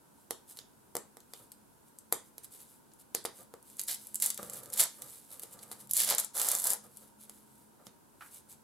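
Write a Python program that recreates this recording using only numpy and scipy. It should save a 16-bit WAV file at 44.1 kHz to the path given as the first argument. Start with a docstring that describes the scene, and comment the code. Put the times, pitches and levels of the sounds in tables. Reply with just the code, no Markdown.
"""Gift paper on a cardboard box rips, rustles and crinkles, close to the microphone in a small room.
Rips, rustle and creases are random fractures or short noise bursts, coloured by spectra.
Fingernail flicks add a scrape, a click and a hollow box knock; a fingertip scuffs the cardboard.
Bumps and friction drive the resonances of the box on the desk.
A fan hums faintly as coloured noise and wavering tones, with microphone hiss."""
import sys
import numpy as np
from scipy import signal
from scipy.fft import rfft, irfft
from scipy.io import wavfile
from scipy.ndimage import uniform_filter1d

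SR = 44100
rng = np.random.default_rng(int(sys.argv[2]) if len(sys.argv) > 2 else 0)


def inscribe(sig):
    """Save sig as 16-bit PCM at rate SR to the path in sys.argv[1].

    A 1-D sig is mono; a 2-D sig holds one channel per row.
    Samples are clipped to [-1, 1] before scaling.
    """
    pcm = np.round(np.clip(np.atleast_2d(sig).T, -1, 1) * 32767)
    wavfile.write(sys.argv[1], SR, pcm.astype(np.int16))


N = 380583
SAMPLES_PER_MS = SR / 1000


def from_db(db):
    """Decibels to gain."""
    return 10 ** (np.asarray(db) / 20)


def rms_one(x):
    """Scale to rms 1."""
    return x / np.sqrt(np.mean(x ** 2) + 1e-20)


def unit_energy(x):
    """Scale each response to energy 1."""
    return x / np.sqrt(np.sum(x ** 2, axis=-1, keepdims=True) + 1e-20)


def gains(rows):
    """The dB columns of a curve as gains at every sample, silent outside it."""
    time_s, *columns_db = np.transpose(rows)
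    t = np.arange(N) / SR
    inside = (t >= time_s[0]) * (t <= time_s[-1])
    return np.array([from_db(np.interp(t, time_s, db)) * inside for db in columns_db])


def at_hz(points, hz, column=1):
    """Read one column of a table on a log-frequency axis."""
    table = np.array(points)
    return np.interp(np.log(np.maximum(hz, 1)), np.log(table[:, 0]), table[:, column])


def drift(rate_hz):
    """Slow random wander: straight lines between Gaussian knots of spread 1."""
    knots = rng.standard_normal(N // 16)
    return np.interp(np.arange(N) * rate_hz / SR, np.arange(len(knots)), knots)


def convolve(x, response):
    """Play a signal through a mono or stereo response."""
    return signal.oaconvolve(np.atleast_2d(x), np.atleast_2d(response), axes=-1)[:, :N]


def causal(spectrum, size=4096):
    """Minimum-phase response of this spectrum, with energy 1."""
    spectrum_db = at_hz(spectrum, np.fft.rfftfreq(size, 1 / SR))
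    cepstrum = irfft(np.log(from_db(spectrum_db)))
    # fold onto positive delays
    cepstrum[1:size // 2] *= 2
    cepstrum[size // 2 + 1:] = 0
    return unit_energy(irfft(np.exp(rfft(cepstrum))))


def colour(x, spectrum):
    """Filter that keeps the power of white sound."""
    return convolve(x, causal(spectrum))


def bandpass(x, low_hz, high_hz):
    """Third-order Butterworth band."""
    return signal.sosfilt(signal.butter(3, [low_hz, high_hz], "band", fs=SR, output="sos"), x)


def burst(decay_ms, ring_db, ring_ms, apart=0.23, pan_db=4.5, size=768):
    """One facet of paper flips: a sharp crack and a faint ring, a little different at each ear."""
    t_ms = np.arange(size) / SAMPLES_PER_MS
    shape = np.exp(-t_ms / decay_ms) + from_db(ring_db) * np.exp(-t_ms / ring_ms)
    mid, side = rng.standard_normal((2, size))
    sides = np.array([[1], [-1]])
    pan = from_db(sides * pan_db * rng.normal() / 2)
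    return unit_energy(shape * (mid + apart * side * sides)) * pan


def strikes(times_s, levels_db, spectrum, decay_ms, ring_db, ring_ms, size=2048):
    """A burst at each time; its level is its energy spread over one millisecond, before panning."""
    out = np.zeros((2, N + size))
    weight = rms_one(from_db(at_hz(spectrum, np.fft.rfftfreq(size, 1 / SR))))
    for time_s, level_db in zip(times_s, levels_db):
        crack, at = burst(decay_ms, ring_db, ring_ms), int(time_s * SR)
        coloured_rms = np.sqrt(np.mean(np.abs(rfft(crack, size) * weight) ** 2))
        out[:, at:at + crack.shape[1]] += crack * from_db(level_db) * np.sqrt(SAMPLES_PER_MS) / coloured_rms
    return colour(out[:, :N], spectrum)


def fractures(per_s, spread_db, even_ms):
    """Tiny breaks of uneven size at random moments; the steady pull evens their power out."""
    sizes = from_db(spread_db * np.minimum(rng.exponential(1, N), 4))
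    clicks = (rng.random(N) < per_s / SR) * sizes
    power = uniform_filter1d(clicks ** 2, max(int(even_ms * SAMPLES_PER_MS), 2))
    return clicks / np.sqrt(np.abs(power) + per_s / SR / 2)


def facets(clicks, decay_ms, ring_db, ring_ms=1.9, count=20):
    """Each break is radiated by one of many facets of the sheet."""
    dealt, signs = rng.integers(0, count, N), rng.choice([-1, 1], N)
    return sum(convolve(clicks * signs * (dealt == k), burst(decay_ms, ring_db, ring_ms))
               for k in range(count))


def wavering_tone(hz, width_hz):
    """A line whose strength and phase wander; rms 1."""
    turn = 2 * np.pi * hz * np.arange(N) / SR
    return rms_one((1 + drift(width_hz)) * np.sin(turn) + drift(width_hz) * np.cos(turn))


def steady_noise(spectrum, level_db, apart):
    """Coloured noise, partly shared by both channels."""
    mid, side = rng.standard_normal((2, N))
    return from_db(level_db) * rms_one(colour(mid + apart * side * [[1], [-1]], spectrum))


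# fan noise: (frequency [Hz], relative density [dB per Hz])
FAN_SPECTRUM = [(20, -30.5), (50, -9), (100, -4.5), (140, -2.5), (175, -3.5), (215, 0), (330, -2.5),
                (600, -9.5), (780, -10.5), (930, -3.5), (1150, -14.5), (1550, -12), (2100, -39.5),
                (5700, -27.5)]
# microphone hiss: (frequency [Hz], relative density [dB per Hz])
HISS_SPECTRUM = [(1000, -4.5), (3000, -6.5), (6000, -8), (8000, -2), (11000, 0.5), (14000, -5),
                 (16000, -15.5)]
# fan tones: (frequency [Hz], relative level [dB])
FAN_TONES = [(134.6, -9), (213, -1.5), (931, -11.5)]
# swell of the fan tones: (time [s], level before trim [dB])
FAN_SWELL = [(0, -73.5), (1.5, -69.5), (2.7, -75), (3.2, -70), (4.1, -64), (4.7, -66), (5.6, -66),
             (5.9, -59), (6.9, -66), (7.6, -63), (8, -80), (8.63, -74)]


def background():
    """A fan with wavering tones, and the hiss of the microphone."""
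    trim = from_db(-4.0)
    tones = sum(from_db(db) * wavering_tone(hz, width_hz=14) for hz, db in FAN_TONES)
    fan = steady_noise(FAN_SPECTRUM, level_db=-63.5, apart=1.0) + trim * tones * gains(FAN_SWELL)[0]
    return fan + steady_noise(HISS_SPECTRUM, level_db=-68.0, apart=0.8)


# room: (frequency [Hz], t60 [s], reverberant energy against direct [dB])
ROOM_DECAY = [(146, 0.23, -4), (600, 0.2, -3), (1490, 0.3, -4.5), (3960, 0.28, -4), (7700, 0.26, -7),
              (12150, 0.074, -11), (16000, 0.25, -9)]


def room(x, alike=0.53, gap_ms=0.71, wall_ms=8.4, wall_db=-20, count=12):
    """A diffuse tail, decaying at its own rate in each band, and one echo off a near wall."""
    t = np.arange(SR // 2) / SR
    onset = np.clip(t * SR / SAMPLES_PER_MS / gap_ms - 1, 0, 1)
    edges_hz, response = np.geomspace(60, 17000, count + 1), 0
    for low, high in zip(edges_hz, edges_hz[1:]):
        hz, share = np.sqrt(low * high), (high - low) / (SR / 2)
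        mid, side = bandpass(rng.standard_normal((2, len(t))), low, high)
        noise = np.sqrt(1 + alike) * mid + np.sqrt(1 - alike) * side * [[1], [-1]]
        shape = onset * np.exp(-np.log(1000) * t / at_hz(ROOM_DECAY, hz))
        level = np.sqrt(share) * from_db(at_hz(ROOM_DECAY, hz, column=2))
        response = response + unit_energy(noise * shape) * level
    for channel in range(2):
        response[channel, int(wall_ms * SAMPLES_PER_MS) + 2 * channel] += from_db(wall_db)
    return convolve(x, response)


# box shoved over the desk: (start [s], length [s], level at start [dB])
DESK_SHOVES = [(1.403, 0.0086, -60.5), (3.39, 0.026, -59.5), (4.388, 0.42, -55), (4.993, 0.072, -59.5),
               (5.305, 0.24, -65), (5.549, 0.3, -61.5), (6.842, 0.013, -59), (7.023, 0.0085, -64.5),
               (7.801, 0.0096, -62)]
SHOVE_ATTACK_S, SHOVE_RELEASE_S, SHOVE_SAG_DB_PER_S = 0.013, 0.018, 18


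def shove_level():
    """Friction is strongest as the box starts to move, eases while it slides and dies as it stops."""
    out = 0
    for start_s, length_s, level_db in DESK_SHOVES:
        t = np.arange(N) / SR - start_s
        attack = np.clip(1 + t / SHOVE_ATTACK_S, 0, 1)
        release = np.exp(-np.clip((t - length_s) / SHOVE_RELEASE_S, 0, 20))
        sag_db = SHOVE_SAG_DB_PER_S * np.clip(t, 0, length_s)
        out = out + attack * release * from_db(level_db - sag_db)
    return out


# box bumping on the desk: (time [s], level [dB], its two lowest modes against the others [dB])
DESK_BUMPS = [(3.541, -41, -29), (4.391, -37, -6), (4.396, -33, -4), (4.402, -70, -4), (4.429, -38.5, 2),
              (4.439, -58, 0), (7.869, -52, 11.5)]
# resonances of the box on the desk: (frequency [Hz], width [Hz], relative level [dB])
BOX_DESK_MODES = [(125, 170, -13.5), (188.6, 170, -1), (486, 87, 4.5), (710, 110, -13.5), (1170, 160, -3),
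                  (1220, 84, -28)]


def box_on_desk():
    """Bumps and sliding friction drive the same hollow resonances."""
    friction = rng.standard_normal(N) * shove_level()
    time_s, level_db, low_db = np.transpose(DESK_BUMPS)
    t = np.arange(SR // 10) / SR
    modes = np.array([from_db(db) * width_hz * np.exp(-np.pi * width_hz * t) * np.cos(2 * np.pi * hz * t)
                      for hz, width_hz, db in BOX_DESK_MODES])
    out = 0
    for k, mode in enumerate(modes / np.sqrt(np.sum(modes ** 2))):
        force = friction.copy()
        force[(time_s * SR).astype(int)] += np.sqrt(SAMPLES_PER_MS) * from_db(level_db + low_db * (k < 2))
        out = out + convolve(force, mode)
    return bandpass(out + 1e-18, 80, 1600)


# short dull scuffs on the cardboard: (time [s], level [dB])
CARDBOARD_SCUFFS = [(8.209, -39), (8.220, -39.5), (8.229, -48), (8.245, -51), (8.262, -51)]
# scuffed cardboard: (frequency [Hz], relative density [dB per Hz])
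SCUFF_SPECTRUM = [(200, -48), (700, -12), (1000, -3.5), (1500, 0), (2200, -8), (3200, -14.5), (6000, -25.5),
                  (15000, -28)]


def scuffs():
    """A fingertip stutters over the cardboard."""
    time_s, level_db = np.transpose(CARDBOARD_SCUFFS)
    return strikes(time_s, level_db, SCUFF_SPECTRUM, decay_ms=5.8, ring_db=-10, ring_ms=6.8)


# fingers brushing over the paper, a row a stroke: (middle [s], length [s], peak level [dB])
FINGER_STROKES = [(0.195, 0.22, -69.5), (0.507, 0.1, -52), (0.577, 0.11, -58.5), (1.388, 0.25, -59.5),
                  (1.88, 0.055, -65), (2.266, 0.1, -64.5), (2.444, 0.049, -52), (2.548, 0.12, -52.5),
                  (2.613, 0.074, -51.5), (2.692, .3, -61.5), (3.007, 0.058, -57), (3.392, 0.16, -54),
                  (3.695, 0.15, -57.5), (3.802, 0.055, -43.5), (4.038, 0.24, -55.5), (4.15, 0.086, -59),
                  (4.443, 0.25, -52.5), (4.56, 0.14, -45.5), (4.65, .12, -57.5), (4.973, 0.33, -59),
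                  (5.115, 0.32, -52), (5.331, 0.12, -50), (5.432, 0.042, -46), (5.53, .06, -52.5),
                  (5.63, 0.03, -48.5), (5.722, 0.04, -43.5), (5.806, 0.064, -52), (5.9, 0.022, -45),
                  (6.851, 0.082, -58), (6.996, 0.32, -59.5), (7.227, 0.11, -55), (7.356, 0.3, -63.5),
                  (7.56, 0.43, -67), (7.867, 0.054, -58), (8.258, 0.2, -59), (8.353, 0.15, -52.5),
                  (8.517, 0.095, -53)]
# hands working the paper between strokes: (start [s], end [s], level [dB])
HELD_PAPER = (3.7, 5.86, -62)
STROKE_ROUNDING = 2   # power of the half sine of finger speed


def stroke_level():
    """Each stroke swells and fades with the speed of the finger, over the faint stir of the held paper."""
    out = np.zeros(N + SR)
    start_s, end_s, held_db = HELD_PAPER
    out[int(start_s * SR):int(end_s * SR)] = from_db(held_db)
    for middle_s, length_s, level_db in FINGER_STROKES:
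        half_turn = np.linspace(0, np.pi, int(length_s * SR), endpoint=False)
        swell = np.sin(half_turn) ** STROKE_ROUNDING
        at = max(int((middle_s - length_s / 2) * SR), 0)
        span = slice(at, at + len(swell))
        out[span] = np.hypot(out[span], from_db(level_db) * swell)
    return out[:N]


# skin or nail brushing paper: (frequency [Hz], relative density [dB per Hz])
BRUSH_SPECTRUM = [(100, -20.5), (450, -6), (1200, -13), (2500, -14.5), (3900, -10), (6000, -10),
                  (7600, -2.5), (11000, 1.5), (14000, -4), (16000, -24)]


def rustle(brushing):
    """Skin rubbing on paper: fine dense grains."""
    grains = fractures(per_s=2600, spread_db=3.0, even_ms=72) * brushing
    return colour(facets(grains, decay_ms=0.23, ring_db=-9.5), BRUSH_SPECTRUM)


# small random snaps: rate over the whole scene, level above the driving crackle or rustle
TEAR_SNAPS_PER_S, TEAR_SNAP_DB = 50, 6.5
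CREASE_SNAPS_PER_S, CREASE_SNAP_DB = 32, 4
SNAP_SCATTER_DB, SNAP_LOWER_DB = 3.5, -22.5   # rms scatter; lower treble against top
STRAY_LIMIT_DB = -21   # thin fibre bundles: ceiling before scatter


def stray_snaps(drive, per_s, above_db):
    """Rows of small snaps, unevenly spaced, their level following the movement that causes them."""
    count = int(per_s * N / SR)
    place, top, lower = rng.random((count, 3)).T
    at = ((np.arange(count) + place) * N / count).astype(int)
    level_db = np.minimum(20 * np.log10(drive[at] + 1e-9) + above_db, STRAY_LIMIT_DB)
    scatter_db = SNAP_SCATTER_DB * np.sqrt(3) * (2 * np.array([top, lower]) - 1)
    top_db, lower_db = level_db + scatter_db
    return np.column_stack([at / SR, top_db, lower_db + SNAP_LOWER_DB])[drive[at] > 0]


# creases buckling, fibre bundles snapping: (time [s], top treble [dB], lower treble [dB])
LOUD_SNAPS = [(0.5715, -39.5, -45), (1.204, -50, -55), (1.5187, -38.5, -50), (1.9873, -38, -64),
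              (2.445, -41.5, -51.5), (2.918, -70, -58.5), (2.9363, -48.5, -72), (3.1463, -46, -41),
              (3.2415, -41, -66), (3.255, -27.5, -30), (3.6267, -48, -72), (3.7694, -42, -68),
              (3.7949, -23.5, -36.5), (3.8143, -27, -63), (3.8362, -31, -63), (3.877, -34, -64),
              (3.884, -25.5, -51), (3.9479, -31.5, -55), (4.07, -35, -58), (4.1452, -25.5, -51),
              (4.1564, -22, -44.5), (4.2006, -27, -42), (4.223, -16.5, -29), (4.261, -15.5, -43),
              (4.303, -20.5, -30), (4.3442, -32.5, -50), (4.3764, -30.5, -36.5), (4.43, -33.5, -42.5),
              (4.498, -31, -47), (4.5353, -32, -64), (4.634, -40.5, -58), (4.6585, -42, -53),
              (4.7012, -38, -53), (4.739, -31, -46), (4.7745, -26, -33.5), (4.7968, -17, -21),
              (4.803, -19, -30), (4.837, -19, -50), (5.0204, -31.5, -42), (5.396, -34, -49),
              (5.5906, -49, -46), (5.63, -42, -49), (5.8728, -45.5, -67), (5.911, -19.5, -43.5),
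              (5.935, -16.5, -42), (5.956, -30, -47.5), (5.968, -15.5, -32.5), (5.9754, -18.5, -55.5),
              (5.9943, -20, -30), (6.0026, -17.5, -27), (6.036, -22, -31), (6.09, -28, -26),
              (6.107, -21, -29), (6.149, -20.5, -42), (6.183, -16.5, -31), (6.1993, -20, -41),
              (6.247, -25.5, -49), (6.3996, -28, -32), (6.416, -20, -28.5), (6.4477, -27, -45),
              (6.4872, -16, -48), (6.516, -16.5, -44.5), (6.5511, -18.5, -52), (6.5988, -23.5, -47),
              (6.6412, -20.5, -50), (6.671, -18, -49), (6.7034, -15.5, -51.5), (6.7195, -24, -47),
              (6.7339, -19, -50), (6.971, -37, -65)]
# breaking fibres, top treble: (frequency [Hz], relative density [dB per Hz])
FIBRE_SPECTRUM = [(2500, -36), (5000, -17.5), (6400, -13), (7400, -3), (9400, -5), (10800, 0), (12500, -4),
                  (14800, -13), (16000, -26.5)]
# rasp, lower treble: (frequency [Hz], relative density [dB per Hz])
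RASP_SPECTRUM = [(150, -38), (1000, -18), (1500, -12.5), (2000, -9.5), (2600, -11.5), (3200, -6),
                 (3900, -2.5), (5000, -4.5), (6200, -6), (7500, -4.5), (11000, -25.5)]


def snaps(crackle, brushing):
    """Single creases pop: very short and bright. Tearing and brushing set off smaller, drier ones."""
    time_s, top_db, lower_db = np.transpose(LOUD_SNAPS)
    top = strikes(time_s, top_db, FIBRE_SPECTRUM, decay_ms=0.24, ring_db=-9.5, ring_ms=3.7)
    lower = strikes(time_s, lower_db, RASP_SPECTRUM, decay_ms=0.29, ring_db=-8.0, ring_ms=5.0)
    torn = stray_snaps(crackle, TEAR_SNAPS_PER_S, TEAR_SNAP_DB)
    creased = stray_snaps(brushing, CREASE_SNAPS_PER_S, CREASE_SNAP_DB)
    time_s, top_db, lower_db = np.vstack([torn, creased]).T
    small = sum(strikes(time_s, db, spectrum, decay_ms=0.22, ring_db=-13, ring_ms=2.4)
                for db, spectrum in [(top_db, FIBRE_SPECTRUM), (lower_db, RASP_SPECTRUM)])
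    return top + lower + small


# nail slipping off the tape: (time [s], click [dB], lower treble [dB], box knock [dB],
# corner above which the contact is too soft to excite the box [Hz])
NAIL_FLICKS = [(0.3081, -24, -31.5, -30, 800), (0.589, -42, -36.5, -51, 1000), (0.953, -26, -38, -27, 714),
               (0.9674, -25, -40.5, -30.5, 870), (1.1698, -44, -53, -45.8, 890),
               (1.336, -37, -39, -43.5, 900), (2.125, -14.5, -29.5, -23.5, 1120),
               (2.381, -35.5, -46, -50, 700), (3.1488, -19.5, -26.5, -30.5, 540),
               (3.2512, -30, -41, -26.5, 1020), (3.5388, -45.5, -52.0, -39.5, 600),
               (5.4342, -33, -43.5, -42.5, 600), (5.7152, -35.5, -41, -40.5, 1220),
               (7.296, -37, -48, -49, 1330), (7.868, -48.5, -43.5, -58, 700)]
# knock of the box: (frequency [Hz], relative density [dB per Hz])
KNOCK_SPECTRUM = [(40, -29), (130, -12), (270, -8), (480, 4.5), (600, -3.5), (720, 1), (950, -2),
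                  (1200, 1.5), (1550, -5.5), (2050, 3), (2700, -7.5), (6000, -20)]


def flicks(scrape_db=-25, scrape_ms=2.4):
    """The nail scrapes briefly, slips and clicks on the taut paper; the hollow box knocks under it."""
    time_s, click_db, lower_db, knock_db, contact_hz = np.transpose(NAIL_FLICKS)
    starts = (time_s * SR).astype(int)
    click = strikes(time_s, click_db, FIBRE_SPECTRUM, decay_ms=0.8, ring_db=-17, ring_ms=3.3)
    lower = strikes(time_s, lower_db, RASP_SPECTRUM, decay_ms=1.05, ring_db=-14.5, ring_ms=4.5)
    hz, box_db = np.transpose(KNOCK_SPECTRUM)
    knocks, slips = np.zeros(N), np.zeros(N)
    for at, level_db, corner_hz in zip(starts, knock_db, contact_hz):
        softness_db = 10 * np.log10(1 + (hz / corner_hz) ** 4)
        knock = causal(np.column_stack([hz, box_db - softness_db]))[:N - at]
        knocks[at:at + len(knock)] += knock * from_db(level_db) * np.sqrt(SAMPLES_PER_MS)
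    slips[starts] = from_db(click_db + scrape_db)
    # time-reversed decay: friction grows until the nail lets go
    pole = np.exp(-1 / (scrape_ms * SAMPLES_PER_MS))
    grip = signal.lfilter([1], [1, -pole], slips[::-1] + 1e-18)[::-1]
    return click + lower + knocks + colour(grip * rng.standard_normal(N), BRUSH_SPECTRUM)


# level curves of five rips, the last two each in two stretches: (time [s], treble crackle before trim [dB], low
# flapping before trim [dB])
RIP_CURVES = [
    [(3.868, -47, -84), (3.876, -58, -90), (3.882, -37, -52.5), (3.904, -33, -49), (3.942, -39, -68.5),
     (3.965, -54, -69)],
    [(4.205, -44, -69), (4.213, -41, -74), (4.223, -26, -45), (4.299, -39.5, -63), (4.303, -39, -55),
     (4.32, -56, -67)],
    [(4.72, -56, -64), (4.736, -32, -56.5), (4.754, -49, -61), (4.784, -33, -53), (4.8, -16.5, -40.5),
     (4.86, -48, -49)],
    [(5.945, -33, -64), (6.003, -23.5, -48), (6.057, -33.5, -57), (6.105, -24, -40.5), (6.157, -54, -45.5),
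     (6.17, -64, -64)],
    [(6.175, -46, -60), (6.183, -32, -46.5), (6.199, -27.5, -46), (6.217, -46, -56), (6.231, -52, -59),
     (6.245, -36, -48)],
    [(6.335, -52, -70), (6.351, -37.5, -54), (6.367, -30.5, -48), (6.523, -31.5, -41.5),
     (6.607, -35.5, -59.5), (6.625, -35, -56)],
    [(6.625, -38, -59), (6.653, -29, -45), (6.687, -31, -49), (6.709, -28.5, -43.5), (6.739, -37.5, -47.5),
     (6.77, -67, -71)],
]
# trim of each curve in turn: (crackle [dB], rasp [dB], flapping [dB])
RIP_TRIMS = [(-1.5, 4.5, -4), (-1.5, -2, -2), (-1, -0.5, 0), (-3, 2.5, 0), (-2, -2.5, -0.5), (-2.5, -6, 1),
             (-2.5, -6.5, 1)]
RASP_FOLLOWS_SHEET = 0.58   # share of flapping in the rasp level, the rest crackle


def rip_levels():
    """Gains of crackle, rasp and flapping over all rips; the rasp follows the other two."""
    share, out = RASP_FOLLOWS_SHEET, 0
    for curve, trim_db in zip(RIP_CURVES, RIP_TRIMS):
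        crackle, flap = gains(curve)
        rasp = crackle ** (1 - share) * flap ** share
        out = out + np.array([crackle, rasp, flap]) * from_db(trim_db)[:, None]
    return out


# flapping sheet: (frequency [Hz], relative density [dB per Hz])
SHEET_SPECTRUM = [(60, -32), (220, -10.5), (330, -13), (460, -0.5), (760, -1), (1000, -2), (1600, -8.5),
                  (2200, -14.5), (3000, -27), (6000, -29)]


def rips(crackle, rasp, flap):
    """A running tear breaks fibres by the hundred; its jerks shake the loose sheet, which flutters on its own."""
    breaks = fractures(per_s=1000, spread_db=2.5, even_ms=12)
    top = colour(facets(breaks * crackle, decay_ms=.16, ring_db=-10), FIBRE_SPECTRUM)
    jerks = (breaks + fractures(per_s=500, spread_db=0.5, even_ms=50)) / np.sqrt(2)
    lower = colour(facets(jerks * rasp, decay_ms=.32, ring_db=-9), RASP_SPECTRUM)
    flutter = from_db(2.95 * drift(60))
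    sheet = colour(facets(jerks * flap * flutter, decay_ms=0.96, ring_db=-17.0), SHEET_SPECTRUM)
    return top + lower + sheet


def scene(count=2):
    """Paper and box lie nearly straight ahead; flick echoes sum separately drawn flicks and rooms."""
    (crackle, rasp, flap), brushing = rip_levels(), stroke_level()
    paper = rips(crackle, rasp, flap) + rustle(brushing) + snaps(crackle, brushing)
    present = paper + scuffs() + box_on_desk()
    flick_echoes = sum(room(flicks(), wall_db=-23) for _ in range(count)) / np.sqrt(count)
    near = present + flicks() + room(present) + flick_echoes
    balance = from_db([[-.15], [.15]])
    return near * balance + background()


LEFT_DULLING = 0.064   # weight of each neighbouring sample
CUTOFF_HZ = 15900


def record(dry):
    """The left microphone is a little duller; the top is cut steeply."""
    left = np.convolve(dry[0], [LEFT_DULLING, 1 - 2 * LEFT_DULLING, LEFT_DULLING], "same")
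    lowpass = signal.ellip(10, .2, 80, CUTOFF_HZ, fs=SR, output="sos")
    return signal.sosfilt(lowpass, np.array([left, dry[1]]))


dry = scene()
out = record(dry)
inscribe(out)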